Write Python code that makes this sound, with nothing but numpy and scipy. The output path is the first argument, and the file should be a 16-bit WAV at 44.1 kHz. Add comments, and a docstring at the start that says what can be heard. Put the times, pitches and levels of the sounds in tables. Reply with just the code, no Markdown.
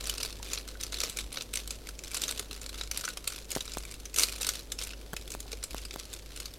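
"""Two hands turn a small plastic zip bag above a desk. From the start, each squeeze buckles the film
into fine crinkle and small ticks, big creases snap sharply, and now and then the contents knock.
From 2.25 s the top is pinched taut and the snaps gain body. From 3.6 s a breaking microphone contact
makes a few dull pops. Near 4.2 s the zip tears open in one short stick-slip rasp, and the handling
goes on. Under it all, in a small room, lie rubbing skin, wavering mains hum, rumble and hiss."""
import sys
import numpy as np
from scipy import signal
from scipy.fft import rfft, irfft, next_fast_len
from scipy.io import wavfile
from scipy.ndimage import uniform_filter1d

SR = 44100
rng = np.random.default_rng(int(sys.argv[2]) if len(sys.argv) > 2 else 0)


def pcm_store(signal):
    """Save signal as 16-bit PCM."""
    levels = np.round(np.clip(np.atleast_2d(signal), -1, 1) * 32767)
    wavfile.write(sys.argv[1], SR, levels.astype(np.int16).T)


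N = 290178
TIME = np.arange(N) / SR

# Big creases snapping through. Each row: start in seconds, level of the first 5 ms in dB,
# ring of the facet in Hz, relative treble in dB.
BIG_CREASES = [(0.0557, -37, 5750, -15), (0.0709, -32, 8790, -6.5), (0.0957, -25.5, 3000, -8),
               (0.1803, -33, 4830, -10.5), (0.2305, -28.5, 5860, -8.5), (0.2578, -36, 4610, -8.5),
               (0.532, -28.5, 6790, -7), (0.547, -37, 5960, -9.5), (0.5742, -33, 4200, -27),
               (0.6866, -39.5, 4150, -13), (0.8108, -35.5, 4950, -7), (0.8347, -30, 5970, -7),
               (0.8651, -40.5, 4966, -8), (0.9222, -35.5, 3945, -7), (0.9417, -31, 3980, -16),
               (0.969, -37, 3986, -16), (1.0032, -27, 6010, -8), (1.011, -36, 3880, -17),
               (1.0351, -26.5, 5530, -13), (1.0962, -35, 7650, -3), (1.1702, -31, 6020, -8),
               (1.1872, -29.5, 2456, -10), (1.2055, -40, 3864, -11), (1.327, -37.5, 9620, -2),
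               (1.3713, -31, 3940, -24), (1.4087, -33, 3200, -17), (1.4201, -36.5, 6920, -6),
               (1.5371, -31, 2810, -5.5), (1.5558, -28, 8020, -2), (1.5723, -29, 6026, -9),
               (1.6752, -37, 3950, -2), (1.7068, -32, 6154, -7.5), (1.8888, -36.5, 6000, -7.5),
               (1.99, -38.5, 7130, -8.5), (2.0366, -39, 6020, -5.5), (2.1442, -29.5, 5680, -8),
               (2.151, -34, 4460, -8), (2.1683, -30.5, 7460, -4), (2.2172, -29, 5010, -2.5),
               (2.2362, -26.5, 3975, -8), (2.2798, -31, 6510, -10), (2.291, -30.5, 3800, -10.5),
               (2.3098, -30, 4024, -3), (2.3944, -29, 4360, -7), (2.5109, -36, 3894, -14),
               (2.6145, -39.5, 6930, -3.5), (2.662, -36.5, 7480, -11.5), (2.6917, -37.5, 4033, -4),
               (2.8112, -30, 3840, -19), (2.8344, -38, 7060, -14), (2.9128, -28, 6186, -8),
               (2.961, -38.5, 2836, -22), (2.9737, -28, 3610, -2.5), (3.0095, -35.5, 7200, -6),
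               (3.0402, -35.5, 1550, -10), (3.0513, -30, 6060, -9), (3.0871, -34, 4780, -6),
               (3.1717, -33.5, 3140, -9), (3.275, -25, 3810, -2.5), (3.321, -38.5, 4820, -12),
               (3.5043, -36, 4930, -2), (3.5157, -30.5, 6860, -3.5), (3.5515, -31, 3883, -6.5),
               (3.6061, -31, 3814, -9), (3.6782, -38.5, 4000, -13), (3.7183, -39, 7380, -11),
               (3.7355, -37, 4830, -5), (3.7824, -36, 6500, 1), (3.912, -40.5, 8230, -7),
               (4.054, -37, 6156, -9.5), (4.142, -33.5, 6370, -7), (4.1604, -28, 6260, -6),
               (4.185, -20.5, 6060, -3), (4.195, -22, 6120, -5.5), (4.2335, -19.5, 4760, -4.5),
               (4.285, -34, 2480, -11), (4.3233, -35.5, 2670, -6.5), (4.412, -33, 3880, -4),
               (4.4171, -31.5, 7340, -4), (4.429, -33.5, 4860, -6.5), (4.446, -30.5, 3804, -8),
               (4.4673, -28, 3750, -2), (4.4894, -23, 6450, -5), (4.5549, -35.5, 4900, -11),
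               (4.7192, -29.5, 6540, -7.5), (4.788, -33, 5620, -10), (4.822, -36.5, 3136, -16),
               (4.8352, -34, 6145, -3), (4.905, -41, 2530, -16), (4.933, -41.5, 2755, -22.5),
               (5.1646, -33, 2561, -11), (5.3035, -39, 6990, -5), (5.3182, -36, 7170, -6),
               (5.4028, -36.5, 6700, -3), (5.5176, -38.5, 4793, -7), (5.53, -35, 2477, -13.5),
               (5.6277, -38.5, 3947, -14), (5.6374, -30.5, 7920, -7), (5.7805, -37.5, 5950, -10),
               (5.8506, -37.5, 4720, -10), (5.9086, -37.5, 3770, -17), (5.9972, -36.5, 3935, -7),
               (6.1367, -36.5, 6517, -5.5), (6.4004, -34.5, 6810, -6), (6.4562, -34.5, 4740, -11.5)]
def cracks(lead_copy_db=-18, max_lead_s=.0046):
    """Snap-through instability: big creases flip; a faint copy just ahead softens each attack."""
    out = np.zeros((2, N))
    draws = rng.random((len(BIG_CREASES), 2))
    for (s, db, ring_hz, treble_db), (slowness, lead) in zip(BIG_CREASES, draws):
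        sound = undb(db) * buckle(s, ring_hz, treble_db, slowness)
        add(out, s, sound)
        add(out, s - max_lead_s * lead, undb(lead_copy_db) * sound)
    return out


# Spectrum of the snapping film. Each row: frequency in Hz, gain in dB.
FILM_SPECTRUM = [(150, -20), (450, -1), (850, -11.5), (1350, 1.5), (1850, -6), (2350, 2), (3200, -0.5),
                 (3900, 2.5), (6300, 0.5), (9000, -2), (12000, -6), (14500, -14.5), (16000, -25)]
def buckle(s, ring_hz, treble_db, slowness, slack_db=-3, taut_db=6.5):
    """Buckling: facet shape and film tension colour each snap; rms 1 over its first 5 ms."""
    taut_start_s, taut_length_s = 2.25, 1.1
    rise_s = .0005 + .0019 * slowness ** 2  # some creases flip at once, others run along the film
    sound = snap(ring_hz, rise_s, decay_s=.0016, tail_db=-13.5, tail_s=.0065)
    facet_peaks = zip(np.geomspace(2000, 15000, 18), 2.4 * rng.standard_normal(18))
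    sound = colour(sound, [(1700, 0), *facet_peaks])
    low_db, body_db = slack_db + 3 * rng.standard_normal(2)
    body_db += taut_db * (0 < s - taut_start_s < taut_length_s)
    tilt = [(600, low_db), (1400, body_db), (2400, 0), (5800, 0),
            (8500, treble_db + 9), (15000, treble_db + 9.5)]
    sound = colour(colour(sound, FILM_SPECTRUM), tilt)
    return sound / np.std(sound[:, :220], axis=1, keepdims=True)


def snap(ring_hz, rise_s, decay_s, tail_db, tail_s, size=1400):
    """Damped bending waves scatter through the film while one facet resonates."""
    t = np.arange(size) / SR
    decay = np.exp(-t / decay_s) + undb(tail_db) * np.exp(-t / tail_s)
    envelope = (1 - np.exp(-t / rise_s)) * decay
    waves = rng.standard_normal((2, size)) * envelope * undb(3 * rng.standard_normal(size))
    ring = signal.lfilter(*signal.iirpeak(ring_hz, Q=11, fs=SR), waves)
    return waves + 1.6 * ring


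# The fingers squeeze or turn the bag. Each row: start in seconds, length in seconds, level in dB.
FINGER_SQUEEZES = [(0, .15, -44), (0.198, 0.049, -40.5), (0.298, .1, -54), (0.422, 0.077, -44.5),
                   (0.51, 0.035, -41), (0.669, .05, -52), (0.793, 0.093, -50), (0.926, 0.067, -44.5),
                   (0.999, 0.068, -40.5), (1.15, .06, -46), (1.316, 0.045, -44), (1.53, 0.066, -45),
                   (1.692, .04, -49), (1.843, .05, -54), (2.055, 0.11, -48), (2.147, 0.24, -43.5),
                   (2.513, 0.026, -46), (2.618, 0.021, -50.5), (2.725, 0.079, -47), (2.932, .16, -45.5),
                   (3.24, 0.15, -47), (3.489, 0.091, -46), (3.604, 0.31, -51), (3.913, .05, -53),
                   (4.235, 0.11, -44), (4.398, 0.085, -39.5), (4.532, 0.034, -44.5), (4.787, 0.051, -42),
                   (5.192, 0.025, -51), (5.297, .04, -51.5), (5.471, 0.049, -51), (5.698, 0.12, -50),
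                   (5.921, 0.11, -51), (6.084, .1, -52), (6.296, .17, -51)]
def effort(holding_db=-58):
    """Driving force: the strongest squeeze of each moment, or the mere hold, works the film."""
    work = np.full(N, undb(holding_db))
    for s, length_s, db in FINGER_SQUEEZES:
        work = np.maximum(work, undb(db) * gesture(s, length_s, attack_s=.0044, release_s=.055))
    return work


def ticks(work, level_db=-44, spread_db=10, follow=.25, ring_hz=3200, treble_db=-7, count=135):
    """Stress release: small creases give way in turn, faster and louder under a hard squeeze."""
    out = np.zeros((2, N))
    push = (work / np.median(work)) ** follow
    bending = np.cumsum(np.sqrt(work - .9 * work.min()))
    for k, (place, pitch, strength, slowness) in enumerate(rng.random((count, 4))):
        i = np.searchsorted(bending, (k + place) / count * bending[-1])
        gain = push[i] * undb(level_db + spread_db * (strength - .5))
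        add(out, i / SR, gain * buckle(i / SR, ring_hz * 2 ** (pitch - .5), treble_db, slowness))
    return out


# Spectrum of the fine crinkle. Each row: frequency in Hz, gain in dB.
CRINKLE_SPECTRUM = [(150, -26.5), (450, 2), (850, -7), (1350, -1), (1850, -6), (2400, -2.5), (3200, -1),
                    (3900, 1.5), (6300, -3.5), (9000, -9), (12000, -8.5), (16000, -22)]
def crinkle(work, gain_db=-.1, rub_db=-8, per_second=280, scatter_db=5, count=240):
    """Crackling noise: tiny buckles of power-law size, and skin friction, follow the fingers' work."""
    grains = np.zeros((2, N))
    creases = [snap(ring_hz, rise_s=.001, decay_s=.0012, tail_db=-22, tail_s=.005, size=700)
               for ring_hz in 2000 + 7000 * rng.random(count) ** 2]
    for place, which, strength in rng.random((int(per_second * TIME[-1]), 3)):
        gain = undb(-scatter_db * np.log(strength + .03))
        add(grains, place * TIME[-1], gain * creases[int(which * count)])
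    # the buckles of each moment share the energy that the fingers put in
    grains /= np.sqrt(uniform_filter1d(grains[0] ** 2, 2200) + 1e-6)
    film = grains + undb(rub_db) * rng.standard_normal((2, N))
    return unit(colour(film, CRINKLE_SPECTRUM)) * undb(gain_db) * work


def zip_opening(level_db=-28, per_second=800, scatter_db=3, fade_s=.001):
    """Stick-slip friction: the ridge leaves its groove in a dense run of ticks that shakes the film."""
    slips = (rng.random(N) < per_second / SR) * undb(scatter_db * rng.standard_normal(N))
    shaking = signal.lfilter([1], [1, -np.exp(-1 / (fade_s * SR))], slips ** 2)
    shaking /= uniform_filter1d(shaking, 500) + 1e-6  # the slips share the steady work of the pull
    rasp = colour(np.sqrt(shaking) * rng.standard_normal((2, N)), FILM_SPECTRUM)
    rasp = colour(rasp, [(500, 7), (1400, 3.4), (4000, 2.34), (12000, 6.2)])
    pull = gesture(start_s=4.162, length_s=.072, attack_s=.029, release_s=.014)
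    return unit(rasp) * undb(level_db) * pull


# The contents knock under the fingers. Each row: start in seconds, level in dB, pitch in Hz.
CONTENT_KNOCKS = [(0.399, -37.5, 938), (0.754, -34.5, 1500), (1.372, -35, 542), (2.395, -34.5, 410.5),
                  (3.079, -19.5, 1493), (5.457, -41, 774), (5.532, -34, 461), (5.937, -39, 397)]
# Their modes. Each row: multiple of the pitch, gain in dB, decay in cycles of the pitch.
CONTENT_MODES = [(1, 0, 3), (1.27, -6, 2), (1.75, -10, 2)]
def knocks(rise_cycles=.5):
    """Modal vibration: small hard parts ring for a few cycles, damped by the hand."""
    out, t = np.zeros(N), np.arange(2500) / SR
    for s, db, hz in CONTENT_KNOCKS:
        for ratio, mode_db, cycles in CONTENT_MODES:
            envelope = (1 - np.exp(-hz * t / rise_cycles)) * np.exp(-hz * t / cycles)
            add(out, s, undb(db + mode_db) * np.sin(2 * np.pi * ratio * hz * t) * envelope)
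    return out


# The hands rub each other. Each row: time in seconds, relative level in dB.
GRIP_LEVELS = [(0.0, -51.5), (0.35, -52.5), (2.09, -55), (2.23, -51.5), (3.08, -58.5), (4.18, -58),
               (4.38, -53), (4.62, -55.5), (5.31, -54.5), (6.58, -60.5)]
# Spectrum of that rub. Each row: frequency in Hz, gain in dB.
SKIN_SPECTRUM = [(60, -6.5), (170, -12), (260, -4), (480, -7), (750, -18), (2000, -34.5), (8000, -40)]
def hands(gain_db=-1.5):
    """Sliding friction of skin on skin makes a dull noise as the grip shifts."""
    return unit(colour(rng.standard_normal(N), SKIN_SPECTRUM)) * undb(curve(GRIP_LEVELS) + gain_db)


def room(dry, t60_s=.2, wet_db=-12.5, gap_s=.0015):
    """Reverberation: diffuse reflections decay exponentially in a small furnished room."""
    t = TIME[:SR // 2]
    tail = rng.standard_normal((2, len(t))) * undb(-60 * t / t60_s) * (t > gap_s)
    tail = colour(tail, [(400, 4), (1500, -.5), (4000, -.5), (13000, 1.5)])
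    tail /= np.sqrt(np.sum(tail ** 2, axis=1, keepdims=True))
    return dry + undb(wet_db) * signal.fftconvolve(dry[:1], tail, axes=1)[:, :N]


# The microphone contact breaks. Each row: start in seconds, length in milliseconds,
# pulse level in dB, number of breaks.
CONTACT_BREAKS = [(3.5634, .85, -19, 1), (3.5712, .4, -21, 1), (3.7714, .45, -20, 1), (5.1323, .45, -26, 5),
                  (5.1394, .35, -25, 1), (5.3502, .42, -24, 1), (5.7462, .45, -22, 1),
                  (5.9602, .42, -24, 1)]
def contact_pops(coupling_hz=150, chatter_s=.00063):
    """Transient response: each break is a square dip, after which the input's bass filter rebounds."""
    dips = np.zeros(N)
    for s, ms, db, breaks in CONTACT_BREAKS:
        for k in range(breaks):
            add(dips, s + k * chatter_s, -undb(db) * np.ones(int(ms * SR / 1000)))
    pops = colour(dips, [(600, 1), (3000, -3.5), (12000, 6)])
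    return signal.sosfilt(signal.butter(2, coupling_hz, "high", fs=SR, output="sos"), pops)


# The hum swells and sinks. Each row: time in seconds, level in dB.
HUM_LEVELS = [(0.0, -48), (0.05, -41.5), (0.81, -48.5), (0.93, -42), (1.13, -52.5), (1.26, -36.5),
              (1.39, -62), (1.52, -42.5), (2.02, -51.5), (2.93, -44), (3.08, -57), (3.11, -49),
              (5.62, -45.5), (5.66, -62.5), (5.74, -42), (6.25, -52), (6.4, -45.5), (6.58, -53)]
def hum(mains_hz=50, octave_db=-21, waver_db=2, waver_hz=9):
    """Mains interference: a fundamental and a weak octave, randomly modulated in amplitude."""
    phase = 2 * np.pi * mains_hz * TIME
    tone = unit(np.sin(phase) + undb(octave_db) * np.sin(2 * phase))
    waver = waver_db * np.interp(TIME * waver_hz, np.arange(200), rng.standard_normal(200))
    return tone * undb(curve(HUM_LEVELS) + waver)


# Spectra of microphone hiss and of the room's air. 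Each row: frequency in Hz, gain in dB.
HISS_SPECTRUM = [(300, -5.5), (1400, -1.5), (1900, -2), (3800, -1.5), (7000, -6), (11000, -5), (16000, -14)]
AIR_SPECTRUM = [(20, 15.5), (70, 12), (130, 7.5), (190, 3), (350, 3.5), (520, 2.5), (800, -8.5),
                (1500, -21), (6000, -45)]
def noise_floor(hiss_db=-59.5, rumble_db=-53, side_db=-3):
    """Stationary noise, as mid and side: broadband hiss in both, low rumble in the mid."""
    hiss_mid, hiss_side = undb(hiss_db) * unit(colour(rng.standard_normal((2, N)), HISS_SPECTRUM))
    rumble = undb(rumble_db) * unit(colour(rng.standard_normal(N), AIR_SPECTRUM))
    return hiss_mid + rumble, undb(side_db) * hiss_side


def gesture(start_s, length_s, attack_s, release_s):
    """Force envelope: a linear rise, a hold and an exponential decay."""
    rise = np.clip((TIME - start_s) / attack_s, 0, 1)
    return rise * np.exp(-np.clip((TIME - start_s - length_s) / release_s, 0, 20))


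def colour(x, points):
    """Minimum-phase filtering by a spectrum of (Hz, dB) points."""
    length = x.shape[-1]
    n = 2 * next_fast_len((length + min(length // 2, 4096)) // 2)
    hz, db = np.transpose(points)
    bin_hz = np.arange(n // 2 + 1) * SR / n
    log_gain = np.log(undb(np.interp(np.log(bin_hz + 1), np.log(hz), db)))
    cepstrum = irfft(log_gain)
    cepstrum[1:n // 2] *= 2  # folding onto positive time makes the filter causal
    cepstrum[n // 2 + 1:] = 0
    return irfft(rfft(x, n) * np.exp(rfft(cepstrum)))[..., :length]


def add(out, s, sound):
    """Superposition: mix a sound in at s seconds."""
    part = out[..., max(int(s * SR), 0):][..., :sound.shape[-1]]
    part += sound[..., :part.shape[-1]]


def curve(rows):
    """Linear interpolation of (seconds, value) rows at every sample."""
    return np.interp(TIME, *np.transpose(rows))


def undb(db):
    """Decibels to amplitude ratio."""
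    return 10 ** (np.asarray(db) / 20)


def unit(x):
    """Normalisation to rms 1."""
    return x / np.sqrt(np.mean(x ** 2) + 1e-18)


# Stereo width. Each row: frequency in Hz, gain of the side signal in dB.
SIDE_SPECTRUM = [(300, -59), (1000, -58), (2600, -72), (4000, -51), (6000, -14.5), (12000, -8)]
def scene():
    """Mid-side stereo: bag, room and background add up, and only the treble spreads."""
    work = effort()
    bag_mid, bag_side = room(cracks() + ticks(work) + crinkle(work) + zip_opening() + knocks())
    noise_mid, noise_side = noise_floor()
    mid = bag_mid + noise_mid + hands() + hum() + contact_pops()
    side = colour(bag_side + noise_side, SIDE_SPECTRUM)
    return np.array([mid + side, mid - side])


def record(dry, top_hz=15900):
    """Band limiting: a steep low-pass filter cuts the highest treble."""
    return signal.sosfilt(signal.ellip(8, .2, 70, top_hz, fs=SR, output="sos"), dry)


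dry = scene()
out = record(dry)
pcm_store(out)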